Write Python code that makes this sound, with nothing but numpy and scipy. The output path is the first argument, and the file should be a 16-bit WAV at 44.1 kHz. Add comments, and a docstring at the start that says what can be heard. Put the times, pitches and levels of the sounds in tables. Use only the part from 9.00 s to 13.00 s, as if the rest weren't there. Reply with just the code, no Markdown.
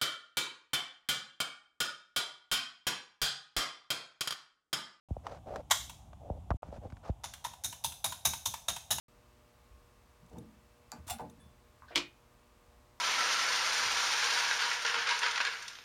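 """A steel lever on a brass ball valve is swung a quarter turn in a small, hard-walled room.
The lever clicks, grates against its stop and pings when let go. As the ball turns, the valve
stem ticks and the copper pipe thuds and rings. Then a plastic device is picked up and snaps
with a loud clack. Each of these sounds is a short burst of tiny impacts, filtered or left to ring.
Hands bump softly now and then; mains hum and faint air noise lie underneath."""
import sys
import numpy as np
from scipy import signal
from scipy.fft import rfft, irfft
from scipy.io import wavfile

SR = 44100
rng = np.random.default_rng(int(sys.argv[2]) if len(sys.argv) > 2 else 0)


def store_wav(level_fs):
    """Save 16-bit WAV to argv[1]."""
    pcm = np.round(np.clip(np.atleast_2d(level_fs), -1, 1) * 32767)
    wavfile.write(sys.argv[1], SR, pcm.T.astype(np.int16))


N = 176400  # 4 seconds
EVENT_TIME_S = np.arange(SR * 2 // 5) / SR  # each short sound gets 0.4 seconds
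FILTER_HZ = np.fft.rfftfreq(8192, 1 / SR)  # the pitches at which a filter's gain is set


# Each slip of the lever against its stop: start_s, length_s, scrape_db, ring_db
LEVER_SLIPS = [(2.068, 0.013, -27.5, -40), (2.0753, 0.021, -18, -23.5), (2.0972, 0.0054, -14.5, -14),
               (2.1015, 0.012, -10.5, -13), (2.185, .003, -31.5, -42), (2.206, 0.0018, -37, -39)]
# The tone of steel sliding on brass: pitch_hz, level_db
SCRAPE_TONE = [(200, -51), (700, -5), (1200, 5), (2200, -4), (4000, -0.5), (7500, -1.5), (9900, 2.5),
               (10600, -5.5), (12000, -1), (13200, -8), (16500, -8)]
# The notes the lever rings with (fade_s is the time to drop 60 dB): pitch_hz, level_db, fade_s
LEVER_NOTES = [(2820, -3.5, 0.086), (3520, 3.5, 0.14), (3640, -7, 0.13), (4860, -21, .14),
               (6230, -12, 0.09), (7400, 1, 0.096), (8456, -3.5, 0.15), (8640, -7, 0.092),
               (9800, -13, 0.14), (9805, 0, 0.2), (12100, -15, 0.17), (14230, -10, .09), (14830, -11, .12),
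               (16320, 0, 0.086)]

def lever_grate():
    """Steel slips on brass in little jerks; each one scrapes and makes the lever ring."""
    out = np.zeros(N)
    for start_s, length_s, scrape_db, ring_db in LEVER_SLIPS:
        force = contact(length_s)
        scrape = room(shape_tone(force, read_curve(SCRAPE_TONE, FILTER_HZ)), echo_db=-3.5)
        add(out, start_s, amp(scrape_db) * scrape + amp(ring_db) * ring(force, LEVER_NOTES))
    return out


# The lever's one click: start_s, length_s, level_db
LEVER_CLICK = (1.918, 0.0014, -19)
# The tone of that click: pitch_hz, level_db
CLICK_TONE = [(500, -17), (2000, -11), (3400, -17), (4400, 3), (5500, -4), (6700, 1), (8500, -4),
              (10500, -3), (13000, -14), (17000, -18)]
# The notes that ring after it: pitch_hz, level_db, fade_s
CLICK_NOTES = [(2374, -5, 0.17), (4560, -8, 0.26), (4600, 5, 0.14), (5900, -7, .13), (6900, -19, .12)]

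def lever_click(ring_db=-28):
    """The slightly loose lever snaps across its slack and rings briefly."""
    out = np.zeros(N)
    start_s, length_s, level_db = LEVER_CLICK
    force = contact(length_s)
    click = room(shape_tone(force, read_curve(CLICK_TONE, FILTER_HZ)), echo_db=-8.5)
    add(out, start_s, amp(level_db) * click + amp(ring_db) * ring(force, CLICK_NOTES))
    return out


# The fingers leaving the lever: start_s, length_s, level_db
LEVER_RELEASE = (2.391, .025, -34.5)
# The notes of the lever when nothing holds it: pitch_hz, level_db, fade_s
FREE_LEVER_NOTES = [(1733, -6, 0.14), (3470, -0.5, 0.42), (8414, -7, 0.16), (9798, -4, 0.26),
                    (15900, -20, .09)]

def lever_ping():
    """The fingers let go and the steel rings freely."""
    out = np.zeros(N)
    start_s, length_s, level_db = LEVER_RELEASE
    add(out, start_s, amp(level_db) * ring(contact(length_s), FREE_LEVER_NOTES))
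    return out


# Each catch of the stem, the rod that joins lever and ball: start_s, length_s, level_db
STEM_CATCHES = [(1.262, .003, -48), (1.296, .004, -46), (1.3835, .003, -33.5), (2.297, .005, -36)]
# The stem's short, high notes: pitch_hz, level_db, fade_s
STEM_NOTES = [(3720, -1, 0.026), (5750, -7, 0.0094), (6250, -0.5, 0.013), (7560, 0, 0.0068),
              (8560, -9, .02), (9700, -3, 0.1), (11900, -10, 0.042), (13300, -9, .005), (16000, -8, .008)]

def stem_ticks():
    """The turning stem catches in its seal and gives small, dry ticks."""
    out = np.zeros(N)
    for start_s, length_s, level_db in STEM_CATCHES:
        add(out, start_s, amp(level_db) * ring(contact(length_s), STEM_NOTES))
    return out


# Jolts from the turning ball and the stop: start_s, length_s, level_db, pitch_hz, width_octaves
PIPE_JOLTS = [(1.216, .01, -28, 157, 0.3), (1.306, 0.011, -27, 400, 0.82), (1.328, 0.011, -18.5, 132, 1),
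              (1.332, 0.037, -26, 500, 0.62), (1.355, 0.0098, -26.5, 880, 0.16),
              (1.365, 0.017, -14.5, 230, 0.74), (1.38, 0.0064, -16, 118, 0.83),
              (1.42, 0.019, -26, 225, 0.25), (1.452, 0.011, -26, 229, 0.19),
              (1.919, 0.0035, -18, 1130, 0.65), (1.93, 0.016, -21.5, 227, 0.57),
              (1.957, 0.017, -29.5, 890, 0.88), (1.967, 0.01, -21.5, 152, 0.58),
              (1.988, 0.0067, -21.5, 76.5, 0.3), (2.065, 0.011, -20, 76, 0.42),
              (2.084, 0.0083, -19, 800, 0.33), (2.103, 0.011, -11, 735, 0.13),
              (2.103, 0.009, -17, 78.4, 0.58), (2.117, .03, -20, 213, 0.23),
              (2.189, 0.0085, -22.5, 890, 0.88), (2.195, 0.0086, -11, 676, 0.65),
              (2.204, 0.015, -16, 250, 0.88), (2.226, .025, -21.5, 666, .6),
              (2.245, 0.019, -16.5, 165, 0.72), (2.292, .02, -26.5, 220, 0.54),
              (2.37, 0.018, -29.5, 212, .5), (2.425, 0.0086, -22, 118, 0.54)]
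# The notes of the copper pipe: pitch_hz, level_db, fade_s
PIPE_NOTES = [(77.1, 8.5, .35), (125.2, 1.5, 0.31), (173.2, -2.5, 0.46), (216, -2.5, 0.62),
              (232.3, 1.5, 0.21), (294, -3.5, 0.31), (470.5, 0.5, 0.34), (621, -1.5, 0.32), (719, 0, 0.086),
              (781, -2, 0.21), (864, 1.5, .2), (959, -2, 0.096), (1182, -4, 0.18), (1514, -7.5, 0.18)]

def pipe_thuds(ring_db=-1.5, knock_db=-6):
    """Each jolt gives a dull knock and rings the pipe's notes near its own pitch."""
    out = np.zeros(N)
    for start_s, length_s, level_db, pitch_hz, width_octaves in PIPE_JOLTS:
        force = contact(length_s)
        notes = [(hz, db + hump(hz, pitch_hz, width_octaves), fade_s) for hz, db, fade_s in PIPE_NOTES]
        knock = room(shape_tone(force, hump(FILTER_HZ, pitch_hz, width_octaves)), echo_db=3)
        thud = amp(ring_db) * ring(force, notes) + amp(knock_db) * knock
        add(out, start_s, amp(level_db) * thud)
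    return out


# A faint lead-in tone (first row), then the plastic's hits:
# start_s, length_s, shell_db, tilt_db_per_octave, short_notes_db
CLACK_PARTS = [(2.951, 0.0068, -24.5, -2, -15.5), (2.9576, 0.00066, -3.5, 4.5, -9),
               (2.9592, 0.00083, -5, 0.5, -5), (2.9616, 0.0053, -3.5, 1.5, -28.5),
               (2.973, 0.00052, -10, -2.5, -22), (2.9768, 0.0014, -9, -0.5, -11),
               (2.980, 0.0034, -8, -4, -21.5)]
# The tone of the hollow plastic shell: pitch_hz, level_db
SHELL_TONE = [(50, -23), (110, -5.5), (220, -9.5), (320, -6), (480, -8), (1000, -4.5), (1800, -8),
              (2300, 1.5), (2700, -2.5), (3300, -3.5), (4000, -2), (5300, -2.5), (5950, -4.5), (6400, -8),
              (7000, -7.5), (9000, -24.5), (12000, -31), (16500, -50.5)]
# The notes the shell rings with: pitch_hz, level_db, fade_s
SHELL_NOTES = [(295.5, -1.5, .25), (348.8, -1, 0.24), (602, -6.5, .22), (1509, -9.5, 0.23),
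               (2183, -8.5, 0.22), (2256, -0.5, 0.15), (2336, 1, 0.2), (2397, -6, .22), (2460, -2, 0.32),
               (2748, -6, 0.19), (2970, -17, .17), (3386, 0, 0.19), (3700, -4.5, 0.23), (3540, -7, .24),
               (3766, -4, .16), (4326, -3, .15)]
# Very short notes, used for the lead-in tone and for the stiff latch: pitch_hz, level_db, fade_s
SHORT_NOTES = [(3050, 0.5, 0.01), (3470, -1, 0.0073)]

def plastic_clack(tilt_hz=3000, ring_db=-5):
    """A faint, brief 3 kHz tone leads into the clack; then the plastic snaps, bounces and rings."""
    out = np.zeros(N)
    for start_s, length_s, shell_db, tilt_db_per_octave, short_notes_db in CLACK_PARTS:
        force = contact(length_s)
        tilt_db = tilt_db_per_octave * np.log2(0.5 + FILTER_HZ / tilt_hz)  # an upward tilt is brighter
        burst = shape_tone(force, read_curve(SHELL_TONE, FILTER_HZ) + tilt_db)
        shell = room(burst, echo_db=-2.5) + amp(ring_db) * ring(force, SHELL_NOTES)
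        add(out, start_s, amp(shell_db) * shell + amp(short_notes_db) * ring(force, SHORT_NOTES))
    return out


# Each touch of a hand: start_s, length_s, level_db, pitch_hz, width_octaves
HAND_TOUCHES = [(0.318, .006, -43, 65.4, .4), (0.699, 0.0048, -23.5, 60, 0.42),
                (2.792, 0.013, -27.5, 74, 0.2), (2.821, 0.0014, -24.5, 1200, 0.39),
                (2.84, 0.0055, -36.5, 75, 0.42), (2.877, .03, -33.5, 3700, 0.42),
                (2.882, 0.0046, -28, 1500, 0.16), (2.904, 0.016, -20, 500, 0.79),
                (2.909, .03, -24.5, 1900, .6), (3.742, .01, -39, 61.6, 0.42)]

def hand_bumps():
    """Hands tap and rub the things they hold, too softly to make them ring."""
    out = np.zeros(N)
    for start_s, length_s, level_db, pitch_hz, width_octaves in HAND_TOUCHES:
        bump = shape_tone(contact(length_s), hump(FILTER_HZ, pitch_hz, width_octaves))
        add(out, start_s, amp(level_db) * room(bump, echo_db=1.5))
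    return out


# How long the room's echo takes to drop 60 dB: pitch_hz, fade_s
ROOM_FADES = [(80, 0.26), (300, 0.32), (1000, 0.18), (2700, 0.26), (5000, 0.17), (9000, 0.17),
              (16000, 0.16)]

def room(sound, echo_db, gap_s=0.001, build_s=0.0056):
    """Nearby walls add a dense echo that lasts longest in the low notes; the result has energy 1."""
    hz, time_s, spectrum = signal.stft(rng.standard_normal(len(EVENT_TIME_S)), SR, nperseg=256)
    fade = amp(-60 * time_s / read_curve(ROOM_FADES, hz)[:, None])
    tail = signal.istft(spectrum * fade, SR, nperseg=256)[1][:len(EVENT_TIME_S)]
    tail *= np.clip((EVENT_TIME_S - gap_s) / build_s, 0, 1)
    echo = unit(signal.fftconvolve(sound, tail)[:len(sound)])
    return unit(sound + amp(echo_db) * echo)


# The tone of the air noise, mostly a low rumble: pitch_hz, level_db
AIR_TONE = [(20, -31), (31, -17.5), (42, -1.5), (60, 1), (90, -7), (150, -15), (250, -13.5), (350, -19),
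            (550, -18.5), (760, -21.5), (1150, -19), (1500, -22), (2500, -26), (4000, -29), (6000, -31),
            (9000, -33), (10500, -37), (12000, -35.5), (17000, -39)]
# The notes in the mains hum: pitch_hz, level_db
HUM_NOTES = [(60, -82), (120, -75.5), (240, -79.5), (360, -82.5), (480, -77), (600, -77.5), (720, -83.5),
             (840, -82), (960, -82), (1080, -81), (1200, -80), (2283, -91), (2640, -87.5)]

def air_and_hum(start_s=0.083, air_db=-64.5, waver_hz=4, waver_depth=0.22):
    """Steady air noise and a mains hum whose notes each waver a little in loudness."""
    time_s, hz = np.arange(N) / SR, np.fft.rfftfreq(N, 1 / SR)
    out = amp(air_db) * noise(amp(read_curve(AIR_TONE, hz)))
    slow_only = np.exp(-(hz / waver_hz) ** 2)
    for pitch_hz, level_db in HUM_NOTES:
        waver = 1 + waver_depth * noise(slow_only)
        note = np.sqrt(2) * np.sin(2 * np.pi * (pitch_hz * time_s + rng.random()))
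        out += amp(level_db) * waver * note
    return out * (time_s > start_s)


def contact(length_s, uneven_db=3.0, rise_share=0.25):
    """The force of two things touching: a short crowd of tiny impacts of uneven size."""
    count = len(EVENT_TIME_S)
    sizes = amp(uneven_db * np.minimum(rng.exponential(1, count), 4))
    impacts = sizes * rng.choice([-1, 1], count)
    rise = np.minimum(EVENT_TIME_S / (rise_share * length_s), 1)
    fall = np.exp(-np.minimum(EVENT_TIME_S / length_s, 10) ** 2)
    return unit(impacts * rise * fall)


def ring(force, notes):
    """A struck object rings with fading notes; their levels set only the balance between them."""
    out = 0
    for index, (pitch_hz, level_db, fade_s) in enumerate(notes):
        decay = 1000 ** (-1 / (fade_s * SR))
        angle = 2 * np.pi * pitch_hz / SR
        note = signal.lfilter([1, -1], [1, -2 * decay * np.cos(angle), decay * decay], force + 1e-20)
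        out = out + (-1) ** index * amp(level_db) * unit(note)  # every other note is upside down
    return unit(out)


def shape_tone(sound, gain_db):
    """Filters a sound by one gain for each of FILTER_HZ, then scales it to energy 1."""
    cepstrum = irfft(np.log(amp(np.maximum(gain_db, gain_db.max() - 80))))
    half = len(cepstrum) // 2
    # Folding the second half onto the first keeps the filter from sounding early.
    cepstrum[1:half] *= 2
    cepstrum[half + 1:] = 0
    response = irfft(np.exp(rfft(cepstrum)))[:half]
    return unit(signal.fftconvolve(sound, response)[:len(sound)])


def noise(gains):
    """Noise for the whole scene, shaped by one gain per pitch, with average power 1."""
    return np.sqrt(N) * unit(irfft(rfft(rng.standard_normal(N)) * gains, N))


def hump(hz, centre_hz, width_octaves):
    """A gain in decibels that peaks at one pitch and falls away on both sides."""
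    return -10 * np.log10(np.e) * (np.log2((hz + 1) / centre_hz) / width_octaves) ** 2


def read_curve(points, hz):
    """Reads between a table's rows, with pitch spaced in octaves."""
    pitches_hz, values = np.transpose(points)
    return np.interp(np.log(hz + 1), np.log(pitches_hz), values)


def amp(db):
    """Turns decibels into a gain."""
    return 10 ** (np.asarray(db) / 20)


def unit(sound):
    """Scales a sound to energy 1."""
    return sound / np.sqrt(np.sum(sound ** 2) + 1e-30)


def add(mix, start_s, sound):
    """Mixes a sound in at its start time."""
    part = mix[round(start_s * SR):][:len(sound)]
    part += sound[:len(part)]


def scene():
    """Adds the valve, the plastic device and the hands to the background, in one channel."""
    background = air_and_hum()
    valve = lever_grate() + lever_click() + lever_ping() + stem_ticks() + pipe_thuds()
    return (background + valve + hand_bumps() + plastic_clack())[None]


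def record(dry, cutoff_hz=17200):
    """Cuts away the very highest treble."""
    low_pass = signal.firwin(511, cutoff_hz, window=("kaiser", 9), fs=SR)
    return signal.oaconvolve(dry, low_pass[None], "same")


dry = scene()
out = record(dry)
store_wav(out)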